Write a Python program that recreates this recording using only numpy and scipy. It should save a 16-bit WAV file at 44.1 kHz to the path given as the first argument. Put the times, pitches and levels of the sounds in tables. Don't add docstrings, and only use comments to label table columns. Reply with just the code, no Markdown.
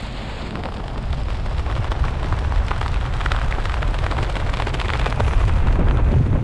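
import sys
import numpy as np
from scipy import signal
from scipy.fft import rfft, irfft, next_fast_len
from scipy.io import wavfile
from scipy.ndimage import uniform_filter1d

SR = 44100
rng = np.random.default_rng(int(sys.argv[2]) if len(sys.argv) > 2 else 0)


def generate_wav(signal):
    frames = np.transpose(np.atleast_2d(signal))
    scaled = np.clip(frames, -1, 1) * 32767
    pcm = np.round(scaled).astype(np.int16)
    wavfile.write(sys.argv[1], SR, pcm)


N = 283691

# (time [s], level [dB], thump share [dB])
RUMBLE_LEVEL = [(0, -29.5, -8.5), (.75, -28.5, -5.5), (1.2, -22, -7.5), (2.2, -22, -7.5),
                (2.75, -21.5, -6.5), (3.65, -20.5, -8.5), (4.3, -22, -6), (5.12, -22, -4.5),
                (5.45, -15, -7), (5.95, -16.5, -8.5), (6.43, -20.5, -1)]
# (time [s], level [dB], thump share [dB])
BIG_GUSTS = [(1.11, -22, -21), (1.58, -23, -10), (1.78, -20.5, -7), (1.93, -22, -25), (2.03, -17.5, -6.5),
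             (2.311, -18.5, -6.5), (2.48, -18.5, -27), (2.59, -15, -15), (2.95, -20, -16), (3.32, -17, -28),
             (3.47, -20, -28), (3.88, -19, -23), (4.03, -22, -8), (4.21, -23, -5.5), (4.48, -20, -23),
             (5.01, -19, -21), (5.24, -18, -6), (5.39, -15, -21), (5.68, -15, -20), (5.87, -15, -7.5),
             (5.96, -22, 1), (6.07, -12.5, -24), (6.19, -13.5, 16), (6.33, -15.5, -2.5)]
# (frequency [Hz], level [dB])
HEAVE_SPECTRUM = [(8, -19.5), (20, 0.5), (33, 2), (55, 3), (75, -3.5), (95, -13.5), (140, -31.5),
                  (400, -78)]
# (frequency [Hz], level [dB])
THUMP_SPECTRUM = [(40, -34.5), (75, -4), (100, -2), (135, -8), (165, -15.5), (300, -72), (700, -67)]

# (time [s], level [dB])
FLUTTER_LEVEL = [(0, -37.5), (1.1, -37), (1.6, -40), (2.4, -38), (2.9, -41), (4.3, -38.5), (4.95, -39),
                 (5.45, -35.5), (5.8, -30.5), (5.98, -28.5), (6.1, -37), (6.43, -29.5)]
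# (time [s], level [dB], half-length [s], roar against thud [dB])
HEAD_ON_HITS = [(0.264, -35, 0.017, -15), (0.526, -31.5, 0.086, -20), (0.662, -34.5, 0.02, 1.5),
                (0.97, -35, 0.063, -24), (2.253, -30, 0.012, -11), (3.831, -36, 0.027, -17),
                (4.206, -32.5, 0.037, -4), (5.203, -22, 0.0095, -6), (5.796, -16.5, 0.0089, -10),
                (5.817, -20.5, 0.014, -9), (5.948, -25.5, .03, -22), (6.087, -24, 0.011, -10),
                (6.129, -18, 0.016, -11.5), (6.165, -19, 0.012, -21), (6.207, -16.5, 0.007, -18),
                (6.271, -20.5, 0.01, -25), (6.293, -25, 0.013, -26), (6.335, -20.5, 0.011, -24),
                (6.356, -20, 0.0073, -3.5), (6.375, -22, 0.0072, -12)]
# (frequency [Hz], level [dB])
THUD_SPECTRUM = [(60, -41), (130, -2), (215, 0), (300, -7), (420, -10.5), (650, -24.5), (1200, -42),
                 (4000, -89)]
# (frequency [Hz], level [dB])
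ROAR_SPECTRUM = [(180, -17), (380, -9), (580, 2), (780, -14), (1200, -19.5), (4000, -66)]

# (time [s], level [dB])
STREAM_LEVEL = [(0, -35), (.2, -35.5), (.45, -34.5), (.58, -44.5), (.72, -58), (1.0, -46), (1.5, -43.5),
                (6.43, -49)]
# (frequency [Hz], level [dB])
STREAM_SPECTRUM = [(300, 5.5), (700, 8.5), (1500, 2), (2500, 0.5), (3500, -1.5), (4550, -6), (5450, -19),
                   (5850, -34), (6600, -17), (7800, -16.5), (9500, -31), (12000, -40), (14000, -49)]
# (time [s], level [dB])
JET_LEVEL = [(0, -67.5), (5.15, -58.5), (5.28, -51), (5.35, -51.5), (5.38, -62), (5.41, -51), (5.47, -58),
             (5.585, -57), (5.65, -63), (5.73, -56), (5.79, -66), (5.95, -57.5), (6.02, -64), (6.11, -59.5),
             (6.43, -63)]
# (frequency [Hz], level [dB])
JET_SPECTRUM = [(3000, -23), (6000, 0), (8500, -8), (9400, -4.5), (10200, -7), (10900, -13), (12500, -42)]
# (time [s], level [dB], centre [Hz])
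EDGE_TONE = [(0, -73, 4160), (.4, -64, 4500), (.422, -47, 4540), (.45, -58, 4650), (.75, -66, 4860),
             (1.4, -60, 5190), (2.5, -60, 5630), (3.4, -64, 5500), (4.2, -76, 5900), (6.43, -85, 5740)]

# (time [s], level [dB], treble [dB])
PORT_FLOW = [(0, -44, 17), (.45, -31.5, -12), (.72, -39.5, -4.5), (.95, -39.5, -6), (1.3, -37, -4),
             (1.75, -33, -10.5), (2.6, -30.5, -10.5), (3.4, -30.5, -7.5), (3.7, -31, -8),
             (4.4, -30.5, -7.5), (4.7, -32, -7.5), (5.0, -29.5, -7.5), (5.2, -29.5, -11),
             (5.5, -31.5, -9.5), (5.95, -28.5, -23.5), (6.26, -36.5, -12), (6.36, -32, -20),
             (6.43, -38.5, -28)]
# (frequency [Hz], level [dB])
RUSH_SPECTRUM = [(120, -15.5), (300, 1.5), (500, 1.5), (900, 0.5), (1450, -3), (1950, -7), (2400, -9.5),
                 (3500, -11.5), (4900, -19), (6100, -25), (7600, -24.5), (10300, -35.5), (11800, -44),
                 (14000, -57)]
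# (frequency [Hz], level [dB])
TICK_SPECTRUM = [(500, -3), (1500, 9.5), (3500, 6), (5200, 4), (6200, -6.5), (8000, 1.5), (10300, -13),
                 (12000, -25)]
# (frequency [Hz], level [dB])
HISS_SPECTRUM = [(1000, 0), (3500, 0.5), (5200, -6), (6100, -21), (7800, -6.5), (10200, -21), (12000, -21),
                 (14000, -31)]
# (time [s], centre [Hz], strength [dB])
PORT_RESONANCE = [(0, 620, -14), (.9, 750, 2.5), (1.6, 830, -16), (2.4, 895, -19), (2.9, 1130, -26),
                  (3.4, 1440, -8), (3.9, 1720, -20), (4.45, 2340, -8), (5.0, 2440, 0), (5.6, 2500, -3)]
# (time [s], gain [dB])
PORT_BODY = [(0, 8.5), (1.2, 2.5), (2.2, 1), (2.9, -2.5), (3.55, -1), (4.2, 2.5), (5.2, 1), (5.9, 3.5)]

# (time [s], slap level [dB], ring [Hz], treble [dB], torn air [dB])
EDDY_BURSTS = [(0.507, -13.5, 834, -13, -45), (0.554, -10.5, 920, -18, -26), (0.571, -22, 1000, -24, -36.5),
               (0.635, -11.5, 695, -20, -36), (0.6545, -9.5, 1200, -20, -28), (0.6598, -19, 910, -34, -34),
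               (0.686, -19, 1300, -25, -24.5), (0.721, -20, 1200, -21, -28), (0.74, -29, 810, -1, -30),
               (0.77, -19, 1100, -12, -40), (0.799, -24, 880, -27, -24.5), (0.839, -23, 900, -15, -27.5),
               (0.88, -15.5, 800, -10, -39), (0.958, -17.5, 1100, -26, -45), (0.978, -20.5, 806, -8, -28),
               (1.128, -13, 1500, 1, -49), (1.132, -14, 710, -32, -48), (1.283, -18, 1010, -23, -30),
               (1.303, -14.5, 1120, -17, -31), (1.344, -21, 1100, -7, -40), (1.461, -23, 1200, -18, -23),
               (1.509, -22, 1100, -12, -40), (1.581, -15, 1100, -8, -41), (1.594, -14.5, 910, -17, -28),
               (1.663, -15.5, 920, -24, -27), (1.698, -17, 986, -37, -24.5),
               (1.7118, -15.5, 1100, -18, -34), (1.724, -16, 1270, -31, -26), (1.7515, -18, 1100, -10, -33),
               (1.763, -16, 990, -32, -26), (1.7772, -18, 1100, -22, -26), (1.825, -20, 910, -29, -39),
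               (1.843, -11.5, 910, -16, -27.5), (1.85, -16, 1000, -27, -33), (1.917, -8, 974, -20, -18),
               (1.994, -25, 1100, -11, -31), (2.039, -11, 1110, -38, -28), (2.051, -26, 1050, -18, -23.5),
               (2.081, -11, 990, -28, -26), (2.229, -9.5, 813, -25, -30), (2.2428, -12, 1000, -25, -29),
               (2.2676, -20, 1100, -20, -32), (2.324, -9.5, 1050, -36, -19), (2.388, -17, 1100, -10, -27),
               (2.447, -12, 1210, -27, -34), (2.521, -10.5, 900, -36, -38), (2.559, -13, 1100, -23, -29),
               (2.58, -21, 1100, -8, -38), (2.682, -14, 1100, -16, -25), (2.708, -8, 1070, -27, -28),
               (2.713, -3, 1200, -34, -23), (2.761, -15, 1140, -22, -38), (2.813, -7, 920, -17, -22.5),
               (2.828, -11, 990, -24, -29), (2.86, -12.5, 1100, -25, -27), (2.879, -12.5, 985, -3, -41),
               (2.941, -11.5, 1200, -11, -32), (2.959, -13, 1020, -23, -35), (3.01, -15, 1100, -13, -39),
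               (3.052, -17, 1100, -23, -30), (3.061, -13, 1100, -12, -36), (3.137, -11.5, 1200, -13, -29),
               (3.2052, -12, 1500, -24, -29), (3.212, -9, 2020, -26, -21), (3.248, -25, 1300, -8, -31),
               (3.258, -11, 1410, -6, -28), (3.2601, -2, 1250, -31, -35), (3.3173, 1, 1190, -15, -19),
               (3.346, -15, 1100, -38, -22), (3.362, -9, 1130, -16, -30), (3.387, -12, 1200, -29, -29),
               (3.3966, -19, 1300, -27, -41), (3.414, -10.5, 1410, -44, -24), (3.444, -23, 1100, -18, -28),
               (3.481, -23, 1200, -25, -26), (3.51, -25, 1100, -14, -25), (3.523, -6, 1850, -41, -30),
               (3.5476, -15, 1190, -33, -36), (3.583, -12.5, 810, -52, -22), (3.64, -21, 1100, -11, -31),
               (3.654, -8.5, 1200, -11, -21.5), (3.695, -9.5, 1130, -16, -28), (3.718, -13, 1100, -11, -33),
               (3.74, -8, 1010, -15.5, -25), (3.7671, -17, 900, -28, -32), (3.821, -12, 1410, -23, -23),
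               (3.8266, -11.5, 1800, -33, -35), (3.828, -6, 1530, -29, -33), (3.877, -19, 1100, -3, -30),
               (3.942, -12, 1100, -14, -25), (3.987, -10.5, 1350, -9, -25.5),
               (4.04, -10.5, 766, -23, -20.5), (4.0634, -4, 1240, -19, -24), (4.112, -12, 1460, -13, -20),
               (4.121, -10, 890, -33, -26), (4.167, -14, 800, -19, -31), (4.181, -11, 1040, -35, -24.5),
               (4.1857, -11, 1100, -27, -20), (4.228, -11, 1090, -13.5, -18.5),
               (4.245, -15, 1100, -14, -37), (4.2975, -13, 1200, -14, -20.5), (4.354, -9, 1200, -15, -37),
               (4.366, -9, 940, -20, -19.5), (4.4, -11, 1100, -21, -24), (4.464, -18, 1100, -29, -24),
               (4.493, -12, 880, -31, -23), (4.537, -10, 1040, -19, -19.5), (4.57, -9, 1200, -13, -26),
               (4.599, -5, 856, -27, -19), (4.605, -17, 1100, -24, -35), (4.6207, -4.5, 1010, -16, -24),
               (4.67, -7, 790, -21, -18), (4.682, -14, 900, -27, -25), (4.741, -8.5, 1400, -7, -20.5),
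               (4.748, -16, 1100, -20, -29), (4.799, -8, 1160, -4, -27), (4.813, -3.5, 1100, -17.5, -28),
               (4.846, -16, 1200, -27, -22.5), (4.856, -16, 1200, -21, -23), (4.882, -9.5, 1360, -12, -28),
               (4.8914, -8, 1170, -29, -36), (4.901, -1.5, 1150, -22, -33), (4.9334, -10, 1400, -20, -31),
               (4.9343, -3.5, 1410, -19, -26), (4.945, -17, 1200, -24, -27), (4.953, -7.5, 785, -28, -29),
               (4.995, -10, 1100, -17, -19.5), (5.0129, -10, 1100, -17, -34), (5.042, -12, 1100, -13, -46),
               (5.058, -5, 1080, -17, -37), (5.064, -5, 1190, -22, -15.5), (5.074, -27, 900, -17, -30),
               (5.124, -5, 950, -26, -24), (5.199, -12, 554, -21, -21), (5.2031, -3, 550, -29, -23),
               (5.28, -14, 1000, -24, -19), (5.309, -11, 1090, -34, -24), (5.333, -7, 960, -30, -34),
               (5.3834, -16, 1100, -31, -33), (5.404, -12.5, 1100, -30, -25), (5.4127, -13, 1100, -29, -29),
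               (5.438, -12, 1000, -38, -30), (5.479, -26, 1100, -15, -22), (5.494, -12, 1230, -42, -23),
               (5.5622, -19, 1100, -22, -25), (5.5842, -15, 1100, -22, -31), (5.601, -17, 1100, -23, -34),
               (5.67, -19, 1110, -30, -21), (5.683, -12, 1600, -33, -28), (5.708, -13.5, 1000, -38, -35),
               (5.726, -21, 1110, -11, -29), (5.7555, -15.5, 1100, -34, -25.5), (5.884, -11, 842, -23, -36),
               (5.909, -7.5, 1020, -27, -38), (5.9708, -17.5, 1300, -12, -36), (5.996, -18, 950, -49, -23),
               (6.116, -27, 1200, -11, -28), (6.139, -16, 700, -39, -27), (6.186, -35, 1400, -1, -46),
               (6.328, -18, 1100, -30, -34)]
# (frequency [Hz], level [dB])
SLAP_SPECTRUM = [(150, 2.5), (500, -2), (1400, 0), (2000, 1.5), (3600, 4), (5200, -7), (6100, -17),
                 (8000, -7.5), (10500, -20.5), (12000, -34), (15000, -30)]


def undb(db):
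    return 10 ** (np.asarray(db) / 20)


def unit(x):
    return x / np.sqrt(np.mean(x ** 2))


def curves(table):
    times, *columns = np.transpose(table)
    return [np.interp(np.arange(N) / SR, times, column) for column in columns]


def colour(x, spectrum):
    size = 2 * next_fast_len(len(x) // 2 + 1)
    hz, db = np.transpose(spectrum)
    bin_hz = np.maximum(np.arange(size // 2 + 1) * SR / size, 1)
    gain = undb(np.interp(np.log(bin_hz), np.log(hz), db)) * np.minimum(hz[-1] / bin_hz, 1) ** 2
    cepstrum = irfft(np.log(gain))
    cepstrum[1:size // 2] *= 2
    cepstrum[size // 2 + 1:] = 0
    return irfft(rfft(x, size) * np.exp(rfft(cepstrum)))[:len(x)]


def noise(spectrum):
    return unit(colour(rng.standard_normal(N), spectrum))


def wander(per_s):
    steps = rng.standard_normal(N // 16)
    path = np.interp(np.arange(N) / SR * per_s, np.arange(len(steps)), steps)
    return unit(uniform_filter1d(path, size=32))


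def steady(x, seconds):
    width = max(int(seconds * SR), 2)
    power = uniform_filter1d(uniform_filter1d(x ** 2, width), width)
    return x / np.sqrt(power + 1e-12)


def hump(at_s, half_s, steepness=2.6):
    distance = np.abs((np.arange(N) / SR - at_s) / half_s)
    return np.exp(-np.minimum(distance, 6) ** steepness)


def resonate(x, hz, width_hz):
    carrier = np.exp(2j * np.pi * np.cumsum(hz) / SR)
    lowpass = signal.butter(1, width_hz / 2, fs=SR, output="sos")
    return 2 * (signal.sosfilt(lowpass, x / carrier) * carrier).real


def buffeting(gust_half_s=0.042, max_thump_share=0.85):
    level_db, thump_db = curves(RUMBLE_LEVEL)
    eddies = [(undb(level_db), thump_db)]
    eddies += [(undb(db) * hump(at_s, gust_half_s), share_db) for at_s, db, share_db in BIG_GUSTS]
    power = sum(size ** 2 for size, _ in eddies)
    thump_power = sum((size * undb(share_db)) ** 2 for size, share_db in eddies)
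    thump_share = np.minimum(thump_power / power, max_thump_share)
    heave = steady(noise(HEAVE_SPECTRUM), seconds=0.2) * np.sqrt(1 - thump_share)
    thump = steady(noise(THUMP_SPECTRUM), seconds=0.2) * np.sqrt(thump_share)
    return steady(heave + thump, seconds=0.063) * np.sqrt(power)


def fluttering(flutter_trim_db=0.5, hit_trim_db=-1, flicker_db=3.0):
    flutter = steady(noise(THUD_SPECTRUM) * undb(flicker_db * wander(per_s=70)), seconds=0.14)
    thud = steady(noise(THUD_SPECTRUM), seconds=0.011)
    roar = steady(noise(ROAR_SPECTRUM), seconds=0.011)
    hits = sum((thud + undb(roar_db) * roar) * undb(db + hit_trim_db) * hump(at_s, half_s)
               for at_s, db, half_s, roar_db in HEAD_ON_HITS)
    return flutter * undb(curves(FLUTTER_LEVEL)[0] + flutter_trim_db) + hits


def streaming(flicker_db=1.4, edge_half_width_hz=480):
    hiss = noise(STREAM_SPECTRUM) * undb(curves(STREAM_LEVEL)[0])
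    jet = noise(JET_SPECTRUM) * undb(curves(JET_LEVEL)[0])
    edge_db, edge_hz = curves(EDGE_TONE)
    lowpass = signal.butter(2, edge_half_width_hz, fs=SR, output="sos")
    breath = unit(signal.sosfilt(lowpass, rng.standard_normal((2, N))))
    phase = 2 * np.pi * np.cumsum(edge_hz) / SR
    edge_tone = (breath[0] * np.cos(phase) + breath[1] * np.sin(phase)) * undb(edge_db)
    return (hiss + jet + edge_tone) * undb(flicker_db * wander(per_s=55))


def pressure_kick(hz, decay_cycles):
    turns = np.arange(1024) / SR * hz
    return np.exp(-turns / decay_cycles) * np.cos(2 * np.pi * turns)


def crackle(per_s=1200, scatter_db=3.0, swarm_db=2):
    out = np.zeros(N)
    pitches_hz = np.geomspace(500, 3800, num=7)
    for hz in pitches_hz:
        born = rng.random(N) < per_s / SR / len(pitches_hz)
        size_db = scatter_db * np.minimum(rng.standard_normal(N), 1.5)
        size_db += swarm_db * np.minimum(wander(per_s=35), 1.5)
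        kicks = born * undb(size_db) * rng.choice([-1, 1], N)
        bursts = signal.oaconvolve(kicks, pressure_kick(hz, decay_cycles=0.57))[:N]
        out += unit(bursts) * np.sqrt(hz)
    return unit(colour(out, RUSH_SPECTRUM))


def port(x, width_hz=380, body_hz=720, trim_db=-0.84):
    hz, strength_db = curves(PORT_RESONANCE)
    hollow = resonate(x, hz, width_hz) * undb(strength_db)
    low = signal.sosfiltfilt(signal.butter(3, body_hz, fs=SR, output="sos"), x)
    body_change = low * (undb(curves(PORT_BODY)[0]) - 1)
    return (x + body_change + hollow) * undb(trim_db)


def ticks(per_s=90, scatter_db=11.0, spray_s=0.00057):
    born = rng.random(N) < per_s / SR
    sizes = born * undb(scatter_db * np.minimum(rng.standard_normal(N), 1.0))
    spray = signal.filtfilt([1], [1, -np.exp(-1 / (spray_s * SR))], sizes, padtype=None)
    return unit(colour(spray * rng.standard_normal(N), TICK_SPECTRUM))


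def flow_angle(x, treble_db, split_hz=2400):
    body = signal.sosfiltfilt(signal.butter(2, split_hz, fs=SR, output="sos"), x)
    return body + (x - body) * undb(treble_db)


def rush(trim_db=-1.57, lift_db=7, torn_db=-3, hiss_db=-22, tick_db=-17.5):
    flow_db, treble_db = curves(PORT_FLOW)
    surge_db = 2 * np.minimum(wander(per_s=50), 1.3)
    tear_db = np.minimum(wander(per_s=260), 1.5)
    churn = (crackle() + undb(torn_db) * noise(RUSH_SPECTRUM)) * undb(surge_db + tear_db)
    air = port(steady(churn, seconds=0.1))
    air = air + undb(hiss_db) * noise(HISS_SPECTRUM) + undb(tick_db) * ticks()
    return flow_angle(air, treble_db + lift_db) * undb(flow_db + trim_db)


def edge_ringing(x, width_hz=900, ring_db=-3, dip_ratio=1.25, dip_db=-8.0, fade_s=1.7):
    _, hz = curves(EDGE_TONE)
    ring = resonate(x, hz, width_hz) * undb(ring_db)
    dip = resonate(x, hz * dip_ratio, 2 * width_hz) * undb(dip_db)
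    return x + (ring - dip) * hump(0, fade_s)


def housing_echo(slap, near_s=0.00019, far_s=0.0006, echo_db=-10):
    place, polarity = rng.random(2)
    lag = int((near_s + place * (far_s - near_s)) * SR)
    return slap + np.sign(polarity - .5) * undb(echo_db) * np.roll(slap, lag)


def port_smear(slap, hz):
    pole = np.exp(-2 * np.pi * hz / SR)
    return signal.lfilter([-pole, 1], [1, -pole], slap)


def splinter(slap, count=3, spread_s=0.001508, limit_s=0.005, splinter_db=-13):
    shifts, polarities = rng.standard_normal((2, count))
    lags = (np.clip(shifts * spread_s, -limit_s, limit_s) * SR).astype(int)
    kicks = sum(sign * np.roll(slap, lag) for lag, sign in zip(lags, np.sign(polarities)))
    return slap + undb(splinter_db) * kicks


def cracks(slap_trim_db=-3, torn_trim_db=-2.5, lift_db=18, swell_s=0.0044, fade_s=0.0055):
    out = np.zeros(N)
    half, margin = SR // 20, 256
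    age = np.arange(-half, half) / SR
    swell = np.exp(np.minimum(age / swell_s, -age / fade_s))
    air = port(noise(RUSH_SPECTRUM))
    for at_s, slap_db, hz, treble_db, torn_db in EDDY_BURSTS:
        core = int((at_s + 0.001796) * SR)
        bright_db = treble_db + lift_db
        decay_cycles = 0.61 * undb(-0.21 * bright_db)
        kick = colour(np.pad(pressure_kick(hz, decay_cycles), margin), SLAP_SPECTRUM)
        slap = port_smear(housing_echo(flow_angle(kick, bright_db)), hz)
        slap = splinter(slap / np.abs(slap).max())
        start = core - margin
        out[start:start + len(slap)] -= slap * undb(slap_db + slap_trim_db)

        near = slice(core - half, core + half)
        hollow = signal.lfilter(*signal.iirpeak(hz, Q=2, fs=SR), air[near])
        torn = steady(air[near] + 0.058 * hollow, seconds=0.0046)
        torn = flow_angle(torn, 0.44 * bright_db)
        out[near] += torn * swell * undb(torn_db + torn_trim_db)
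    return out


def scene():
    low_wind = buffeting() + fluttering()
    turbulence_db = np.interp(np.arange(N) / SR, [.45, .6], [-11, 0])
    port_air = rush() * undb(turbulence_db) + cracks()
    return (low_wind + edge_ringing(port_air) + streaming())[None]


def record(dry, top_hz=14500):
    rounded = np.tanh(1.155 * dry) / 1.154
    return signal.sosfilt(signal.ellip(8, .2, 70, top_hz, fs=SR, output="sos"), rounded)


dry = scene()
out = record(dry)
generate_wav(out)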